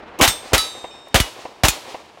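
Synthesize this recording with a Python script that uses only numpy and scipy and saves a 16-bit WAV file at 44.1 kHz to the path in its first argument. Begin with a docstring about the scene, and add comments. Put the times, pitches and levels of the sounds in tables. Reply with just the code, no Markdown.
"""An outdoor range, under a canopy a few metres behind a pistol that fires four shots at steel plates.
Each muzzle blast overloads the microphone and thumps it; some 50 ms later the bullet splashes on a
plate, which rings in its normal modes. The earth banks reflect dull slaps and a long wash. Spent
cases tick on the gravel, and the rumble of other shooting fades underneath."""
import sys
import numpy as np
from scipy import signal
from scipy.fft import rfft, irfft
from scipy.io import wavfile

SR = 44100
rng = np.random.default_rng(int(sys.argv[2]) if len(sys.argv) > 2 else 0)


def output_pcm(signal):
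    """Save a mono or channel-first signal as 16-bit PCM at the path in sys.argv[1].

    Samples are clipped to [-1, 1] before scaling.
    """
    pcm = np.clip(np.atleast_2d(signal).T, -1, 1) * 32767
    wavfile.write(sys.argv[1], SR, np.round(pcm).astype(np.int16))


N = 97020
T = np.arange(N) / SR

# Shots. Each row: start in seconds, blast level in dB, hold in seconds, tilt in dB per octave,
# thump level in dB, thump lag in seconds, tail gain in dB, wash gain in dB.
SHOTS = [(0.2114, 0, 0.04, 1, -10, 0.0023, 0, 2), (0.5327, 0, 0.015, 0.55, -6.5, 0.0015, -0.5, -4),
         (1.1435, -1, 0.022, 0.2, -3.5, 0.0033, -1, -0.5), (1.635, -1.5, 0.022, 0.5, -3, 0.0024, 0, 2.5)]
# Bullet strikes, one per plate. Each row: start in seconds, splash level in dB, splash T60 in seconds,
# splash tilt in dB per octave, crack level in dB, thump level in dB, ring gain in dB.
STRIKES = [(0.2768, -12, 0.13, -0.5, -12, -17.5, -1), (.580, -24, 0.23, 1.5, -9, -24.5, 2.5),
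           (1.2014, -14.5, 0.075, -1, -8.5, -5.5, 1), (1.6834, -12, 0.082, 1.5, -6, -13.5, 1.5)]
# Modes of four plates and a steel clink. Each row: frequency in Hz, level in dB, T60 in seconds.
PLATE_A = [(1319, -35, .29), (2355, -32, .2), (3580, -20, .35), (3860, -33, .25), (3995, -35, .25),
           (5437, -24, .25), (5593, -34, .24), (6142, -29, .35), (7467, -37, .33), (8436, -21, .39),
           (9335, -34, .18), (10310, -38, .22), (12440, -40, .35), (13080, -37, .2), (14820, -35, .3)]
PLATE_B = [(1292, -24.5, .27), (2410, -32, .22), (2950, -36, .25), (3472, -32, .25), (3700, -35, 1.9),
           (3921, -18.5, .36), (4577, -24.5, .33), (4780, -32, .33), (4955, -33, .3), (5358, -31, .3),
           (6188, -38, .7), (6627, -33, .3), (7607, -41, 1.1), (8440, -42, .95), (8475, -51, 1.3),
           (8875, -38, .25), (11180, -32, .4)]
PLATE_C = [(1986, -31, .2), (2912, -23, .24), (3451, -35, .3), (4360, -39, .35), (5560, -41, .3)]
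PLATE_D = [(2470, -17, .09), (3450, -26, .12), (3590, -24, .13), (4328, -27, .19), (6040, -28, .14),
           (6900, -27, .14), (7074, -27, .18), (7321, -24, .09), (9620, -37, .16)]
CLINK_MODES = [(2480, -48.5, 0.43), (3020, -47, 0.18), (3570, -47, 0.44), (5360, -49.5, 0.95)]
# Echoes off the banks. Each row: delay in seconds, level in dB, T60 in seconds.
BANK_ECHOES = [(0.135, -35, 0.077), (.231, -39, .06), (0.3093, -25, 0.075), (0.366, -41, 0.074),
               (.538, -39, 0.047)]
# Spent cases landing. Each row: start in seconds, level in dB.
CASE_LANDINGS = [(1.085, -41), (2.06, -59)]
# Noise spectra. Each row: frequency in Hz, relative spectral density in dB.
FAR_SPECTRUM = [(25, -5), (65, -2.5), (130, -8.5), (380, 0.5), (800, -0.5), (1400, -5), (2200, -9),
                (4000, -20), (7000, -35.5), (15500, -56)]
LEAD_IN_SPECTRUM = [(80, -33), (200, -17), (300, -3.5), (500, -17.5), (1100, -14.5), (1600, -38),
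                    (3000, -23.5), (4500, -60), (12000, -63)]
BRASS_SPECTRUM = [(2000, -25), (5000, -10), (9000, -5), (15000, -4.5)]
SLAP_SPECTRUM = [(100, -17), (300, -5), (560, 11), (1000, 8.5), (1400, -11), (2500, -7.5), (5000, -30),
                 (12000, -56)]
RUMBLE_SPECTRUM = [(30, -28), (70, -7), (200, -8), (360, 0), (680, 0), (1000, -0.5), (1500, -10.5),
                   (2600, -10), (5000, -18), (9000, -29), (15500, -43)]
SPLASH_SPECTRUM = [(100, 7.5), (400, -6), (1000, 2), (2500, 3), (4500, 3), (7000, 3.5), (10000, -1.5),
                   (15500, -6.5)]
BLAST_SPECTRUM = [(40, -12), (130, -18.5), (300, 6), (420, -1), (650, 5.5), (1100, 0.5), (1800, -1),
                  (3100, -1), (4600, -8.5), (6800, -9.5), (10500, -15), (15500, -19)]
TAIL_SPECTRUM = [(60, -18), (250, -16.5), (450, -28), (800, 4.5), (1600, -0.5), (3300, 3.5), (5500, -1.5),
                 (9000, -7), (15500, -18)]
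WASH_SPECTRUM = [(80, -29), (300, -1), (700, 6), (1500, -2.5), (2600, -1.5), (4200, -2), (7000, -9.5),
                 (9000, -13.5), (11000, -22), (15500, -26)]


def undb(db):
    """Amplitude ratio of a level in decibels."""
    return 10 ** (np.asarray(db) / 20)


def fade(t60, hold=0):
    """Exponential decay: full level for hold seconds, then a fall of 60 dB every t60 seconds."""
    return np.exp(-np.log(1000) * np.maximum(T - hold, 0) / t60)


def swell(peak_s, rise_s, t60):
    """Exponential growth to a peak, then exponential decay."""
    return np.exp(np.minimum(T - peak_s, 0) / rise_s) * fade(t60, hold=peak_s)


def delay(x, seconds):
    """Time shift: the same sound, starting later."""
    return np.concatenate([np.zeros(max(int(seconds * SR), 0)), x])[:N]


def flicker(depth_db, per_s):
    """Random amplitude modulation: the level drifts to a new value per_s times a second."""
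    return undb(depth_db * np.interp(T * per_s, np.arange(N), rng.standard_normal(N)))


def noise(spectrum, tilt_db=0):
    """Spectral shaping: white noise takes the spectrum and a tilt per octave, scaled to unit rms."""
    octave = np.log2(np.maximum(np.arange(N // 2 + 1) * SR / N, 1))
    hz, db = np.array(spectrum, float).T
    gain = undb(np.interp(octave, np.log2(hz), db) + tilt_db * octave)
    low_cut = np.minimum(2 ** octave / hz[0], 1) ** 2
    shaped = irfft(rfft(rng.standard_normal(N)) * gain * low_cut, N)
    return shaped / shaped.std()


def ring(modes):
    """Free vibration: struck metal sounds as a sum of damped sinusoids."""
    return sum(undb(db) * fade(t60) * np.sin(2 * np.pi * (hz * T + rng.random()))
               for hz, db, t60 in modes)


def other_bays():
    """Reverberation: earlier shooting dies away as a rolling rumble."""
    return undb(-38.5) * fade(t60=3.9) * flicker(depth_db=1.9, per_s=60) * noise(FAR_SPECTRUM)


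def lead_in():
    """Noise transients: a faint burst of hiss and a brief muffled swell lead into the first shot."""
    hiss = undb(-30) * fade(t60=0.1) * noise(SPLASH_SPECTRUM, tilt_db=0.5)
    muffled = undb(-10) * swell(peak_s=0.2067, rise_s=0.0064, t60=0.092) * noise(LEAD_IN_SPECTRUM)
    return delay(hiss, seconds=0.189) + muffled


def cases():
    """Brief impacts have broad spectra: brass ticks faintly on gravel. Steel clinks once."""
    tick = fade(t60=0.011) * noise(BRASS_SPECTRUM)
    ticks = sum(delay(undb(db) * tick, start) for start, db in CASE_LANDINGS)
    return ticks + delay(ring(CLINK_MODES), seconds=0.908)


def terrain():
    """Reflection: the banks return a shot as separate slaps, the far ground as a rolling rumble."""
    slap = noise(SLAP_SPECTRUM)
    slaps = sum(undb(db) * slap * delay(fade(t60, hold=0.0025), lag) for lag, db, t60 in BANK_ECHOES)
    rumble = undb(-41.5) * fade(t60=6) * flicker(depth_db=3.5, per_s=60) * noise(RUMBLE_SPECTRUM)
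    return slaps + rumble


def thump(final_hz=44.5, sweep_hz=218, sweep_s=0.004, rise_s=0.0014):
    """Step response: the microphone swings back from a pressure step, ever more slowly."""
    hz = final_hz + sweep_hz * np.exp(-T / sweep_s)
    attack = 1 - np.exp(-T / rise_s)
    return np.sin(2 * np.pi * np.cumsum(hz) / SR) * attack * fade(t60=0.089)


def clang(count=48, low_hz=1504, high_hz=11950, spread_db=2, tilt_db=-2.5):
    """Modal density: the many weak, short modes of a plate and its stand blend into a clang."""
    place, size, life = rng.random((count, 3)).T
    hz = low_hz + place * (high_hz - low_hz)
    db = -41 + spread_db * (2 * size - 1) + tilt_db * np.log2(hz / hz.mean())
    t60 = 0.18 * (0.5 + life)
    return ring(zip(hz, db, t60))


def plates():
    """Impact excitation: each bullet cracks on steel, sprays fragments and sets the plate ringing."""
    out = np.zeros(N)
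    for strike, modes in zip(STRIKES, (PLATE_A, PLATE_B, PLATE_C, PLATE_D)):
        start, splash_db, t60, tilt_db, crack_db, thump_db, ring_db = strike
        splash = undb(splash_db) * fade(t60, hold=0.0019) * noise(SPLASH_SPECTRUM, tilt_db)
        crack = undb(crack_db) * fade(t60=0.011, hold=0.00092) * noise(SPLASH_SPECTRUM, tilt_db=-1.5)
        ringing = undb(ring_db) * ring(modes) + clang()
        out += delay(splash + crack + ringing + undb(thump_db) * thump(), start)
    return out


def pistol(front_hz=486, canopy_lag_s=0.017, canopy_width_s=0.0025):
    """Impulse response: each muzzle blast brings dense near reflections, a tail and a hillside wash."""
    out, returns = np.zeros(N), terrain()
    pressure_front = undb(-6) * np.sin(2 * np.pi * front_hz * T) * fade(t60=0.013)
    # Reflections off the canopy briefly swell the burst of near reflections.
    canopy_db = 2.5 * np.exp(-0.5 * ((T - canopy_lag_s) / canopy_width_s) ** 2)
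    crack_envelope = undb(-25) * fade(t60=0.007)
    wash_envelope = undb(-40) * swell(peak_s=0.27, rise_s=0.053, t60=0.52)
    for start, blast_db, hold, tilt_db, thump_db, thump_lag, tail_db, wash_db in SHOTS:
        burst_envelope = undb(-10 + canopy_db) * fade(0.12, hold) * flicker(depth_db=1, per_s=514)
        blast = pressure_front + noise(BLAST_SPECTRUM, tilt_db) * (burst_envelope + crack_envelope)
        low_thump = undb(thump_db) * delay(thump(), thump_lag)
        tail = undb(-19.5 + tail_db) * fade(t60=0.49) * noise(TAIL_SPECTRUM)
        wash = undb(wash_db) * wash_envelope * noise(WASH_SPECTRUM)
        out += delay(undb(blast_db) * blast + low_thump + tail + wash + returns, start)
    return out


def scene():
    """Superposition: the pressures of all sources add in one channel."""
    return (pistol() + plates() + cases() + other_bays() + lead_in())[None]


def record(dry):
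    """Saturation rounds off the peaks near full scale; a steep low-pass filter cuts the top."""
    ceiling, cutoff_hz = 0.95, 15900
    limited = dry / (1 + (dry / ceiling) ** 4) ** 0.25
    return signal.sosfilt(signal.ellip(10, 0.2, 70, cutoff_hz, fs=SR, output="sos"), limited)


dry = scene()
out = record(dry)
output_pcm(out)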